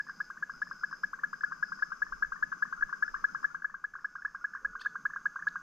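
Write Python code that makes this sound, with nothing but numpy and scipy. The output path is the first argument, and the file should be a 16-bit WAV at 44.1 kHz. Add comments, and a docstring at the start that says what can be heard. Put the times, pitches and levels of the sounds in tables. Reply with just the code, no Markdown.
"""On the bank of a still lake, in a soft hush. From the start two near frogs trade quick rising notes from
their vocal sacs, running into one trill; three farther ones fill the gaps and insects buzz their wings.
The stereo image opens over two seconds, then puffs of breeze bump the microphone. After 3.4 s the level
dips and the image folds to the middle. As the level recovers, water laps twice under faint hums, a small
bird chips once at 4.8 s, and a dry tick snaps close by just before the end."""
import sys
import numpy as np
from scipy import signal
from scipy.fft import rfft, irfft, next_fast_len
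from scipy.io import wavfile

SR = 44100
rng = np.random.default_rng(int(sys.argv[2]) if len(sys.argv) > 2 else 0)


def log_audio(samples):
    """Write samples as a 16-bit WAV file to the path given in sys.argv[1]."""
    # one column per channel
    frames = np.atleast_2d(samples).T
    # limit to full scale, then quantise
    limited = np.clip(frames, -1, 1)
    pcm = np.round(limited * 32767).astype(np.int16)
    wavfile.write(sys.argv[1], SR, pcm)


N = 247842
TIME = np.arange(N) / SR

# how long the shore rings: frequency_hz, t60_s
SHORE_DECAY = [(500, 0.56), (1450, 0.5), (1700, .26), (5000, 0.33)]
# open-air hush: frequency_hz, level_db
HUSH_SPECTRUM = [(20, -1), (90, -2), (300, 6.5), (450, 4.5), (700, 0), (1000, 4), (2000, -0.5), (3000, -9),
                 (4000, -12), (8000, -21), (11000, -19), (12500, -16.5), (13500, -18), (15500, -25)]
# how strongly the hush and the far insect chorus come through: time_s, level_db
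DISTANT_LEVEL = [(0, 0), (1.499, -0.5), (3.4, 0.5), (3.75, -6), (4.4, -4), (5.001, -2.5), (5.62, -1)]
# breeze on the microphone: frequency_hz, level_db
BREEZE_SPECTRUM = [(10, -3.5), (25, 0), (42, -7.5), (55, -11.5), (75, -21.5), (130, -39.5), (300, -72)]
# its stronger puffs: centre_s, level_db
GUSTS = [(.55, -69), (2.131, -57), (2.291, -62), (2.46, -70), (2.83, -58), (3.16, -61), (4.68, -64.5)]
# low murmur of water and air: frequency_hz, level_db
WATER_SPECTRUM = [(90, -29.5), (125, -12), (155, 3), (200, 1), (250, -3), (320, -12), (500, -26.5),
                  (900, -56)]
# how strongly that murmur comes through: time_s, level_db
WATER_LEVEL = [(0, -66), (2.2, -66.5), (3.37, -63.5), (3.85, -76), (4.6, -71), (5.62, -67.5)]
# two stronger laps of water: start_s, level_db
LAPS = [(4.625, -63), (5.018, -61)]
# faint far hums: start_s, end_s, level_db, pitch_hz
HUMS = [(4.522, 5.077, -72.5, 441.4), (4.61, 4.694, -67.5, 529)]
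# far insect chorus: frequency_hz, level_db
CHORUS_SPECTRUM = [(3500, -31.5), (4300, -9.5), (4800, 3.5), (5700, -0.5), (6600, -0.5), (7000, -3),
                   (7550, -4), (8000, -18.5), (9000, -39)]
# steady high insects: time_s, level_db, centre_hz
INSECT_WHINE = [(0, -73, 6240), (3.45, -71.5, 6180), (3.8, -80, 6320), (4.8, -71.5, 6300),
                (5.62, -69, 6280)]
# bouts of insect buzzing: start_s, end_s, level_db, wing_resonance_hz
BUZZ_BOUTS = [(-.05, .278, -65, 5040), (.486, 1.075, -65.5, 5100), (1.268, 1.66, -69.5, 5060),
              (1.631, 1.869, -66.5, 5020), (1.6, 2.248, -70.5, 5250), (2.25, 2.7, -76, 5060),
              (2.852, 3.48, -71, 5170), (3.95, 4.598, -76.5, 5260)]
# the upward sweeps of one bird chip: start_s, level_db, start_hz, end_hz, length_s
CHIP_SWEEPS = [(4.79, -59, 2610, 3650, 0.016), (4.797, -52.5, 4090, 5290, 0.034),
               (4.804, -55.5, 2280, 2920, 0.014), (4.812, -48.5, 2830, 4050, .009),
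               (4.817, -54.5, 3980, 4700, 0.015)]
# dry ticks close by: start_s, level_db, brightness (0 woody, 1 thin)
TICKS = [(.2105, -45, 1), (0.306, -45, 0.98), (4.628, -58.5, .6), (5.018, -55, .5), (5.4868, -37.5, 0.12),
         (5.491, -47, 0)]
# colour of a woody tick: frequency_hz, level_db
WOODY_SPECTRUM = [(1500, -23), (3000, -7.5), (3700, 5), (4900, 3), (5700, -15.5), (7300, -11), (8500, -40),
                  (15000, -51.5)]

# how well a vocal sac radiates: frequency_hz, gain_db
SAC_RESPONSE = [(500, -39), (750, -18.5), (900, -11), (1050, .5), (1350, -0.5), (1700, -1), (2300, -2.5),
                (3200, -16.5), (5000, -34.5)]
# how loud the frogs come through; the level rises, dips after 3.4 s and recovers: time_s, level_db
HEARD_LEVEL = [(0, -6.3), (1.4, -2.7), (3.35, 0), (3.8, -6.7), (4.6, -3.2), (5.62, .3)]
# each frog's note: start_hz, top_hz, then rise, attack and length in seconds
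LEAD_VOICE = dict(start_hz=850, top_hz=1675, rise=.0036, attack=.0055, length=.0155)
ANSWER_VOICE = dict(start_hz=993.4, top_hz=1608.8, rise=0.0043, attack=.0029, length=0.018)
THIRD_VOICE = dict(start_hz=1170, top_hz=1687, rise=.0035, attack=.0032, length=0.014)
FOURTH_VOICE = dict(start_hz=820, top_hz=1775, rise=0.0056, attack=0.0023, length=0.015)
LOW_VOICE = dict(start_hz=1170, top_hz=1435, rise=.004, attack=0.0021, length=0.029)
# reflections off the water and the bank beside each frog: delay_s, gain
LEAD_ECHOES = [(.00079, .7), (.00477, .41), (.0081, .22)]
ANSWER_ECHOES = [(.00102, 0.5), (.00276, .22), (.0075, 0.13), (0.0192, .06)]
THIRD_ECHOES = [(.0033, .67)]
FOURTH_ECHOES = [(.00184, 0.31)]
LOW_ECHOES = [(.00603, 0.29)]
# each frog's runs of evenly spaced notes: first_note_s, last_note_s
LEAD_RUNS = [(-.005, .2), (.423, .6152), (.8322, 1.4329), (1.624, 2.0168), (2.2212, 2.4233),
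             (2.6206, 3.0219), (3.239, 3.6419), (3.8381, 4.2465), (4.44, 4.6452), (4.856, 5.0505),
             (5.2535, 5.4666)]
ANSWER_RUNS = [(.093, .2998), (.4944, .9253), (1.1308, 1.3288), (1.5188, 1.9174), (2.1215, 2.3188),
               (2.5229, 2.9255), (3.1406, 3.3465), (3.5445, 3.7407), (3.9512, 4.1523), (4.3459, 4.9534),
               (5.159, 5.5551)]
THIRD_RUNS = [(.0832, .3712), (1.4062, 1.4062), (2.2438, 2.5162), (2.807, 3.3469), (3.6185, 3.935),
              (4.2181, 4.8476), (5.1324, 5.4205)]
FOURTH_RUNS = [(.0654, .667), (.9093, 1.1864), (1.511, 2.0629), (2.3558, 2.6502), (2.8902, 3.6951),
               (3.9828, 4.5643), (4.8096, 5.3872)]
LOW_RUNS = [(.5357, .8077), (1.2441, 2.3379), (2.7746, 3.0434), (3.2838, 3.5015), (3.9547, 4.4088),
            (4.7312, 5.158)]
# width of the stereo image: time_s, side_gain
STEREO_WIDTH = [(0, .18), (.6, .52), (1.8, .97), (3.45, 1), (4.05, .1), (4.4, 0)]


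def gain_of(db):
    """Decibels to gain."""
    return 10 ** (np.asarray(db) / 20)


def unit_rms(x):
    """Scales to rms 1."""
    return x / np.sqrt(np.mean(x ** 2) + 1e-20)


def at_frequencies(table, hz):
    """Reads a table along a logarithmic frequency axis."""
    table_hz, values = np.transpose(table)
    return np.interp(np.log(hz + 1), np.log(table_hz + 1), values)


def follow(table):
    """The columns of a time table at every sample."""
    times, *columns = np.transpose(table)
    return [np.interp(TIME, times, column) for column in columns]


def add(mix, start_s, sound):
    """Mixes a sound in, cutting what falls outside."""
    start = round(start_s * SR)
    sound = sound[max(-start, 0):]
    part = mix[max(start, 0):][:len(sound)]
    part += sound[:len(part)]


def filtered(x, response):
    """Applies a response given as a function of frequency."""
    size = next_fast_len(x.shape[-1] + SR // 10)
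    hz = np.fft.rfftfreq(size, 1 / SR)
    return irfft(rfft(x, size) * response(hz), size)[..., :x.shape[-1]]


def coloured(x, spectrum):
    """Shapes a sound by a table of frequency_hz, level_db."""
    return filtered(x, lambda hz: gain_of(at_frequencies(spectrum, hz)))


def wander(samples, rate_hz):
    """Smooth random drift of rms 1, rolling off above rate_hz."""
    return unit_rms(filtered(rng.standard_normal(samples), lambda hz: np.exp(-(hz / rate_hz) ** 2)))


def resonate(x, hz, width_hz):
    """Two like resonances in series, their centre following the curve hz."""
    turn = np.exp(2j * np.pi * np.cumsum(hz) / SR)
    pole = np.exp(-np.pi * width_hz / SR)
    for _ in range(2):
        x = 2 * (turn * signal.lfilter([1 - pole], [1, -pole], x / turn)).real
    return x


def stereo(mid_side, spread, left_db):
    """Turns mid and side into left and right, leaning left by left_db."""
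    mid, side = mid_side
    lean = np.tanh(left_db * np.log(10) / 40)
    side = spread * side + lean * mid
    return np.array([mid + side, mid - side])


def shore(x):
    """Reeds and bank scatter a sound into a short tail, different in each of two channels."""
    taps = rng.standard_normal((2, SR)) * (rng.random((2, SR)) < .05)
    hz, t, spectra = signal.stft(taps, SR, nperseg=256)
    decay = gain_of(-60 * t / at_frequencies(SHORE_DECAY, hz)[:, None])
    onset = np.clip((t - .012) / .006, 0, 1)  # the scatter arrives after the direct sound
    tail = signal.istft(spectra * decay * onset, SR, nperseg=256)[1]
    return signal.fftconvolve(x[None], tail / np.linalg.norm(tail[0]), axes=1)[:, :N]


def noise_bed(spectrum, band_hz, spread, left_db):
    """Steady coloured stereo noise, its mid scaled to rms 1 within band_hz."""
    noise = coloured(rng.standard_normal((2, N)), spectrum)
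    in_band = filtered(noise[0], lambda hz: (hz > band_hz[0]) & (hz < band_hz[1]))
    return stereo(noise / in_band.std(), spread, left_db)


def hush():
    """Open air over the lake: a soft, broad noise from far off."""
    level = gain_of(follow(DISTANT_LEVEL)[0] - 75)
    return level * noise_bed(HUSH_SPECTRUM, band_hz=(350, 750), spread=.67, left_db=-1.5)


def breeze(calm_db=-74.5, gust_s=.057):
    """Soft puffs of air bump the microphone."""
    puffs = sum(gain_of(db) * np.exp(-((TIME - centre_s) / gust_s) ** 2) for centre_s, db in GUSTS)
    rumble = noise_bed(BREEZE_SPECTRUM, band_hz=(20, 65), spread=.2, left_db=-3.5)
    return (gain_of(calm_db) + puffs) * rumble


def water_murmur(waver_db=2.2):
    """Water and air murmur unevenly to the right of the microphone."""
    murmur = noise_bed(WATER_SPECTRUM, band_hz=(130, 330), spread=.55, left_db=-9)
    level_db = follow(WATER_LEVEL)[0] - 1 + waver_db * wander(N, 13)
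    return gain_of(level_db) * murmur


def laps(rise_s=.004, fade_s=.06):
    """Each ripple knocks softly and dies away."""
    envelope = np.zeros(N)
    for start_s, db in LAPS:
        age = np.maximum(TIME - start_s, 0)
        envelope += gain_of(db) * (1 - np.exp(-age / rise_s)) * np.exp(-age / fade_s)
    return envelope * noise_bed(WATER_SPECTRUM, band_hz=(130, 330), spread=.4, left_db=-4)


def hums():
    """Faint low tones far off, wavering a little in pitch."""
    tones = np.zeros(N)
    for start_s, end_s, db, hz in HUMS:
        samples = round((end_s - start_s) * SR)
        phase = 2 * np.pi * np.cumsum(hz * (1 + .006 * wander(samples, 30))) / SR
        add(tones, start_s, gain_of(db) * signal.windows.tukey(samples, .5) * np.sin(phase))
    return tones


def insect_chorus():
    """The farthest insects blur into a high hiss."""
    level = gain_of(follow(DISTANT_LEVEL)[0] - 81.5)
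    return level * noise_bed(CHORUS_SPECTRUM, band_hz=(6700, 7700), spread=.71, left_db=2.5)


def insect_whine(trim_db=-2):
    """Many small insects off to the left merge into one fuzzy high tone."""
    db, hz = follow(INSECT_WHINE)
    wings = resonate(rng.standard_normal((2, N)), hz, width_hz=520)
    return gain_of(db + trim_db) * stereo(unit_rms(wings), spread=.58, left_db=9)


def insect_buzz(stroke_hz=122, scrape_gain=.7, wet_db=-7):
    """Insects right of centre stridulate in bouts: every stroke rings the wing's resonance."""
    bouts = np.zeros(N)
    for start_s, end_s, db, hz in BUZZ_BOUTS:
        samples = round((end_s - start_s) * SR)
        strokes = np.cumsum(stroke_hz * (1 + .0067 * wander(samples, 4.9))) / SR
        clicks = np.diff(np.floor(strokes), prepend=0) * (1 + .61 * wander(samples, 60))
        scrape = np.exp(-(strokes % 1) / .53) * rng.standard_normal(samples)
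        drive = unit_rms(clicks) + scrape_gain * unit_rms(scrape)
        wing = resonate(drive, np.full(samples, hz), width_hz=340)
        add(bouts, start_s, gain_of(db) * unit_rms(wing) * signal.windows.tukey(samples, .12))
    direct = stereo([bouts, np.zeros(N)], spread=0, left_db=-4)
    return direct + gain_of(wet_db) * stereo(shore(bouts), spread=1.2, left_db=-4.5)


def bird(rasp_db=-7, wet_db=-5):
    """A small bird's chip: quick raspy upward sweeps, blurred by the bank."""
    chip = np.zeros(N)
    for start_s, db, start_hz, end_hz, length_s in CHIP_SWEEPS:
        hz = np.linspace(start_hz, end_hz, round(length_s * SR))
        rasp = unit_rms(resonate(rng.standard_normal(len(hz)), hz, width_hz=2200))
        voice = np.sin(2 * np.pi * np.cumsum(hz) / SR) + gain_of(rasp_db) * rasp
        add(chip, start_s, gain_of(db) * np.hanning(len(hz)) * voice)
    return chip + gain_of(wet_db) * shore(chip)


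def ticks(wet_db=-11):
    """Tiny sharp snaps close to the microphone: some woody, some thin and bright."""
    woody, thin = np.zeros((2, N))
    for start_s, db, brightness in TICKS:
        add(woody, start_s, gain_of([db + 14.5]) * (1 - brightness))
        add(thin, start_s, gain_of([db]) * brightness)
    snaps = coloured(woody, WOODY_SPECTRUM) + coloured(thin, [(3000, -21), (6000, 1), (13000, -5)])
    return snaps + gain_of(wet_db) * shore(snaps)


def frog_note(voice, echoes, roughness=.037, overtone_db=-28):
    """One note and its echoes: the pitch shoots up and levels off while the sac swells and empties."""
    t = np.arange(SR // 16) / SR
    top_hz = voice["top_hz"] * (1 + .004 * rng.standard_normal())
    rise_s = voice["rise"] * np.exp(.05 * rng.standard_normal())
    slack = np.exp(-(t / rise_s) ** 2)
    phase = 2 * np.pi * np.cumsum(top_hz - (top_hz - voice["start_hz"]) * slack) / SR
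    swell = (1 - np.exp(-(t / voice["attack"]) ** 2)) * np.exp(-(t / voice["length"]) ** 4)
    # the vocal folds add a rough overtone only while they are still slack
    overtone = gain_of(overtone_db) * np.sqrt(slack) * wander(len(t), 350) * np.sin(2 * phase)
    tone = swell * (1 + roughness * wander(len(t), 420)) * (np.sin(phase) + overtone)
    heard = tone + sum(gain * np.interp(t - delay_s, t, tone, left=0) for delay_s, gain in echoes)
    return heard / abs(heard).max()


def frog_wash(level_db=-57, notes=110):
    """Many more frogs far along the shore: only their scatter reaches the microphone."""
    calls = np.zeros(N)
    for when, pitch, faintness in rng.random((notes, 3)):
        voice = dict(THIRD_VOICE, start_hz=917, top_hz=1340 + 320 * pitch)
        add(calls, when * N / SR, gain_of(-9 * faintness) * frog_note(voice, THIRD_ECHOES))
    wash = unit_rms(shore(coloured(calls, SAC_RESPONSE)))
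    return gain_of(follow(HEARD_LEVEL)[0] + level_db) * stereo(wash, spread=.44, left_db=10)


def frog(runs, voice, echoes, beat_s, level_db, uneven_db, wet_db):
    """One frog repeats its note about every beat_s, never equally loud; the shore rings after it."""
    calls = np.zeros(N)
    for first_s, last_s in runs:
        notes = round((last_s - first_s) / beat_s) + 1
        for start_s in np.linspace(first_s, last_s, notes):
            heard_db = np.interp(start_s, *np.transpose(HEARD_LEVEL))
            db = level_db + heard_db + uneven_db * rng.standard_normal()
            add(calls, start_s, gain_of(db) * frog_note(voice, echoes))
    calls = coloured(calls, SAC_RESPONSE)
    # the microphone's left side hears the bank louder, and out of step with the right
    quarter_turn = signal.hilbert(calls).imag
    direct = stereo([calls, quarter_turn], spread=.68, left_db=7.5)
    return direct + gain_of(wet_db) * stereo(shore(calls), spread=.54, left_db=4)


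def scene():
    """The lake as heard from the bank: frogs in front, insects, water and air behind."""
    near_frogs = (
        frog(LEAD_RUNS, LEAD_VOICE, LEAD_ECHOES, beat_s=.2, level_db=-18.3, uneven_db=.2, wet_db=-21)
        + frog(ANSWER_RUNS, ANSWER_VOICE, ANSWER_ECHOES,
               beat_s=.2, level_db=-26.5, uneven_db=.3, wet_db=-14.5))
    farther_frogs = (
        frog(THIRD_RUNS, THIRD_VOICE, THIRD_ECHOES,
             beat_s=.29, level_db=-28.3, uneven_db=.8, wet_db=-15.5)
        + frog(FOURTH_RUNS, FOURTH_VOICE, FOURTH_ECHOES,
               beat_s=.29, level_db=-37.3, uneven_db=.8, wet_db=-8)
        + frog(LOW_RUNS, LOW_VOICE, LOW_ECHOES, beat_s=.22, level_db=-41, uneven_db=.8, wet_db=-13))
    frogs = near_frogs + farther_frogs + frog_wash()
    insects = insect_buzz() + insect_whine() + insect_chorus()
    background = hush() + water_murmur() + laps() + breeze() + hums()
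    return frogs + insects + background + bird() + ticks()


def record(dry, cutoff_hz=15700):
    """The stereo image opens, then folds to mono; a steep low-pass takes off the highest treble."""
    mid = dry.mean(0)
    side = follow(STEREO_WIDTH)[0] * (dry[0] - dry[1]) / 2
    low_pass = signal.firwin(511, cutoff_hz, window=("kaiser", 9), fs=SR)
    return signal.oaconvolve(np.array([mid + side, mid - side]), low_pass[None], "same", axes=1)


dry = scene()
out = record(dry)
log_audio(out)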